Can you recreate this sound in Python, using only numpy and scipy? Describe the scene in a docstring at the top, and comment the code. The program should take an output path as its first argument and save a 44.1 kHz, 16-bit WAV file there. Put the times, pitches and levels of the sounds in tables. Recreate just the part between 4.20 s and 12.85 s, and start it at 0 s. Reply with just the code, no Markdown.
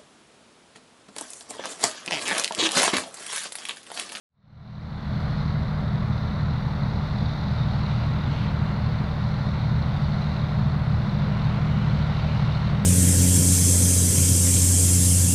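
"""Tractor hauling a slurry tanker

Some way off, a six-cylinder diesel pulls a tanker and its injector across a field. The engine
holds its speed: its firing hums, its cylinders clatter and its turbo hisses in pulses. The
tanker's pump and the cooling fan drone over the rumble of the running gear. The injector's steel
prongs, called tines, scrape through the soil and twice grind over stones. The sound fades in."""
import sys
import numpy as np
from scipy import signal
from scipy.fft import rfft, irfft, next_fast_len
from scipy.io import wavfile
from scipy.ndimage import uniform_filter1d, map_coordinates

SR = 44100
rng = np.random.default_rng(int(sys.argv[2]) if len(sys.argv) > 2 else 0)


def output_pcm(signal):
    """Save a mono or channel-first signal as 16-bit PCM at the path in sys.argv[1].

    Samples are clipped to [-1, 1] before scaling.
    """
    pcm = np.clip(np.atleast_2d(signal).T, -1, 1) * 32767
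    wavfile.write(sys.argv[1], SR, np.round(pcm).astype(np.int16))


N = 381465
TIME = np.arange(N) / SR  # seconds


def amp(db):
    """Turn decibels into a gain."""
    return 10 ** (np.asarray(db) / 20)


def unit(x):
    """Scale x to an average (rms) level of 1."""
    return x / np.sqrt(np.mean(x ** 2) + 1e-20)


def curve(rows):
    """Join (seconds, value) points with straight lines."""
    return np.interp(TIME, *np.transpose(rows))


def wobble(rate):
    """A smooth curve through random values, rate of them a second."""
    knots = 2 * np.tanh(rng.standard_normal(int(N * rate / SR) + 4) / 2)
    return map_coordinates(knots, [TIME * rate])


def coloured(x, spectrum):
    """Filter x by (Hz, dB) points, then scale it to level 1."""
    hz, db = np.transpose(spectrum)
    size = next_fast_len(N + SR // 2)
    bins_hz = np.fft.rfftfreq(size, 1 / SR)
    gain = amp(np.interp(np.log(bins_hz + 1), np.log(hz), db))
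    return unit(irfft(rfft(x, size) * gain, size)[:N])


def patchy_noise(depth_db):
    """White noise whose narrow bands swell and sink at random, giving a faintly watery shimmer."""
    bands = signal.stft(rng.standard_normal(N), nperseg=1024)[2]
    swell = uniform_filter1d(rng.standard_normal(bands.shape), size=7, axis=0)  # smooth over pitch
    swell = uniform_filter1d(swell, size=12, axis=1)  # and over time
    return signal.istft(bands * amp(depth_db * unit(swell)), nperseg=1024)[1][:N]


def turns(hz):
    """Count the turns made at a changing speed."""
    return np.cumsum(hz) / SR


def tone(phase):
    """A sine wave of level 1 that starts anywhere in its cycle."""
    return np.sqrt(2) * np.sin(2 * np.pi * (phase + rng.random()))


def shaft_tones(shaft, table, sway_db):
    """Tones locked to a turning shaft, each swaying in level."""
    return sum(amp(db + sway_db * wobble(2.01)) * tone(k * shaft) for k, db in table)


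def puffs(phase, life, scatter_db):
    """One dying burst a turn, each of its own size; life is a share of the turn."""
    turn = phase.astype(int)
    sizes = amp(scatter_db * rng.standard_normal(turn.max() + 1))
    age = phase % 1
    return unit(sizes[turn] * age * np.exp(-age / life))


# How thin steel rings. Each row: pitch in Hz, seconds to die away by 60 dB, relative level in dB.
STEEL_RINGS = [(3600, 0.0092, -4.5), (3750, 0.012, -0.5), (4150, .012, -3), (4043, 0.031, 1.5),
               (4670, 0.015, -5.5)]


def steel_ticks(beat, scatter_db, jitter_s):
    """Once a beat something taps thin steel at the engine; it rings briefly, differently each time."""
    starts = np.flatnonzero(np.diff(np.floor(beat)))
    delays = jitter_s * SR * rng.exponential(size=len(starts))
    starts = np.clip(starts + delays, 0, N - 1).astype(int)
    force_db = scatter_db * np.tanh(rng.standard_normal(len(starts)))
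    t = np.arange(SR // 20) / SR
    ticks = np.zeros(N)
    for hz, ring_s, db in STEEL_RINGS:
        blows = amp(force_db + db) * np.tanh(rng.standard_normal(len(starts)))
        ring = np.sin(2 * np.pi * hz * t) * np.exp(-np.log(1000) * t / ring_s)
        ticks += signal.fftconvolve(np.bincount(starts, blows, N), ring)[:N]
    return coloured(ticks, [(2000, -20), (3400, 1.5), (4600, 2), (7000, -14), (12000, -28.5)])


# The tone colour of the turbo's hiss. Each row: frequency in Hz, relative level in dB.
TURBO_COLOUR = [(2300, -35), (3200, -14), (3480, -0.5), (3600, -1.5), (3730, 3.5), (3900, -1.5), (4130, 1),
                (4500, -3.5), (5000, -12), (6000, -18), (7000, -29.5), (9000, -44.5), (15000, -56.5)]
# How hiss and ticks swell together. Each row: time in seconds, gain in dB.
TURBO_SWELL = [(1.25, -48), (1.52, -51), (2.0, -48.1), (2.35, -49.5), (3.25, -45.7), (3.75, -46),
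               (4.0, -48.5), (4.5, -49.5), (5.2, -46.7), (5.55, -48), (6.15, -47), (6.7, -50.5),
               (6.92, -47.0), (7.4, -49.5), (8.35, -45), (8.6, -49)]


def turbo(beat):
    """The turbo hisses in puffs, a strong one then a weak one each beat, while thin steel ticks."""
    strong = puffs(beat, life=0.18, scatter_db=1.0)
    weak = puffs(beat + 0.31, life=0.13, scatter_db=1.0)
    flow = np.sqrt(1 + amp(-6.5) * strong ** 2 + amp(-13.5) * weak ** 2)
    hiss = amp(-1.4) * coloured(flow * patchy_noise(depth_db=1.46), TURBO_COLOUR)
    rattle = amp(-8.5) * steel_ticks(beat, scatter_db=6.0, jitter_s=0.0017)
    return amp(curve(TURBO_SWELL)) * (hiss + rattle)


# The engine's low tones. Each row: vibrations per engine cycle, level in dB.
HUM_TONES = [(3, -40), (5, -44.5), (6, -35)]


def firing_hum(cycle):
    """The cylinders fire one after another, fast enough to make a hum."""
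    return shaft_tones(cycle, HUM_TONES, sway_db=0.9)


# The tone colour of the clatter. Each row: frequency in Hz, relative level in dB.
CLATTER_COLOUR = [(180, -14.5), (300, -2.5), (373, -4), (530, -3), (585, -1), (1100, -2.5), (1260, -5),
                  (1390, -3.5), (1730, -10.5), (2000, -8.5), (2600, -22), (3380, -25.5), (5720, -120)]


def clatter(cycle, beat):
    """Diesel knock over the rush of fan, gears and tracks; it grows when the tines drag harder."""
    knocks = puffs(beat, life=0.13, scatter_db=2.0)
    lope = amp(0.34 * tone(cycle))  # the cylinders are not quite equal
    force = lope * np.sqrt(1 + amp(-23) * knocks ** 2)
    level_db = -37.5 + 0.0176 * TIME + 0.22 * extra_drag_db()
    return amp(level_db) * coloured(force * patchy_noise(depth_db=0.27), CLATTER_COLOUR)


# The pump's tones. Each row: vibrations per turn of its shaft, relative level in dB.
PUMP_TONES = [(6, -39), (11, -35), (12, -29), (14, -48)]


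def pump():
    """The tanker's pump drones; its speed swings gently and sags under the load."""
    start_hz, sag_hz_per_s = 12.74, 0.012
    swing_hz, period_s, crest_s = 0.11, 3.3, 1.5
    swing = swing_hz * np.cos(2 * np.pi * (TIME - crest_s) / period_s)
    shaft_hz = start_hz - sag_hz_per_s * TIME + swing
    return shaft_tones(turns(shaft_hz), PUMP_TONES, sway_db=0.6)


# Fan, shaft and gear tones. Each row: pitch in Hz, relative level in dB, pitch wander in Hz.
DRIVE_TONES = [(57.8, -44.5, .2), (62.6, -48.5, 0.33), (72.15, -38.5, 0.49), (116.7, -31.5, 0.17),
               (197.9, -35.5, 0.36), (583.4, -56.5, 8), (1378, -57.5, 5)]


def fan_and_gears():
    """The spinning fan, drive shafts and gears give tones that waver in level and pitch."""
    return sum(amp(db + 1.4 * wobble(3)) * tone(turns(hz + wander_hz * wobble(4)))
               for hz, db, wander_hz in DRIVE_TONES)


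# The tone colour of the rumble. Each row: frequency in Hz, relative level in dB.
RUMBLE_COLOUR = [(8, -27.5), (23, -10), (50, -15), (75, -5.5), (95, -1.5), (120, 2.5), (148, 0.5),
                 (170, -6), (190, -4.5), (215, -1.5), (245, -12.5), (280, -14.5), (340, -30.5), (700, -67)]


def running_gear():
    """The rolling parts rumble, a little louder as the tractor draws level."""
    return amp(-29 + 0.08 * TIME) * coloured(patchy_noise(depth_db=0.72), RUMBLE_COLOUR)


# The tines' drag in heavier and lighter soil. Each row: time in seconds, level in dB.
SOIL_DRAG = [(1.0, -55.5), (1.65, -58), (3.25, -54), (3.8, -50), (4.95, -53), (6.2, -51.5), (6.7, -54),
             (7.4, -47.1), (8.3, -47), (8.6, -48)]
# Stony spots. Each row: time of the peak in seconds, peak level in dB, half length in seconds.
STONY_SPOTS = [(3.728, -51, .07), (4.19, -45.5, 0.14)]
# The tone colour of the scrape. 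Each row: frequency in Hz, relative level in dB.
SCRAPE_COLOUR = [(1500, -24.5), (2200, 5.5), (2500, 2), (2850, 4.5), (3300, 0), (4500, -7.5), (6000, -15.5),
                 (7200, -25.5), (10000, -36), (15000, -48)]


def tine_scrape():
    """Steel drags through gritty soil and grinds over stones."""
    grinding = sum(amp(db) * np.exp(-((TIME - peak_s) / half_s) ** 2)
                   for peak_s, db, half_s in STONY_SPOTS)
    force = np.hypot(amp(curve(SOIL_DRAG)), grinding)
    grit = amp(2.0 * wobble(400)) * patchy_noise(depth_db=1.5)
    return force * coloured(grit, SCRAPE_COLOUR)


def extra_drag_db():
    """How much harder than average the tines are dragging."""
    drag_db = curve(SOIL_DRAG)
    return drag_db - drag_db.mean()


# The tone colour of the spray. Each row: frequency in Hz, relative level in dB.
SPRAY_COLOUR = [(3000, -21), (5500, 5), (7500, 1.5), (9500, -3), (12000, -8.5), (15500, -12.5)]


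def tine_spray():
    """The tines throw a fine spray, louder when they drag harder."""
    fizz = amp(4 * wobble(300)) * patchy_noise(depth_db=4.0)
    return amp(-75 + 0.42 * extra_drag_db()) * coloured(fizz, SPRAY_COLOUR)


def scene():
    """Tractor, tanker and tines together over a faint, even hiss."""
    firing_hz, cylinders = 79.8, 6
    cycle = firing_hz / cylinders * TIME  # each cylinder fires once a cycle
    beat = cycle * cylinders / 2  # every other cylinder is louder
    faint_hiss = amp(-76) * rng.standard_normal(N)
    engine = turbo(beat) + firing_hum(cycle) + clatter(cycle, beat)
    drone = amp(-2.5 + 0.5 * TIME) * (pump() + fan_and_gears())  # grows as the tractor draws level
    return (engine + drone + running_gear() + tine_scrape() + tine_spray() + faint_hiss)[None]


def record(dry):
    """Fade the sound in and cut off the highest treble."""
    start_s, fade_s, top_hz = 0.075, 0.96, 15620
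    fade = np.clip((TIME - start_s) / fade_s, 0, 1) ** 2.11
    low_pass = signal.ellip(12, 0.1, 90, top_hz, fs=SR, output="sos")
    return signal.sosfilt(low_pass, dry * fade)


dry = scene()
out = record(dry)
output_pcm(out)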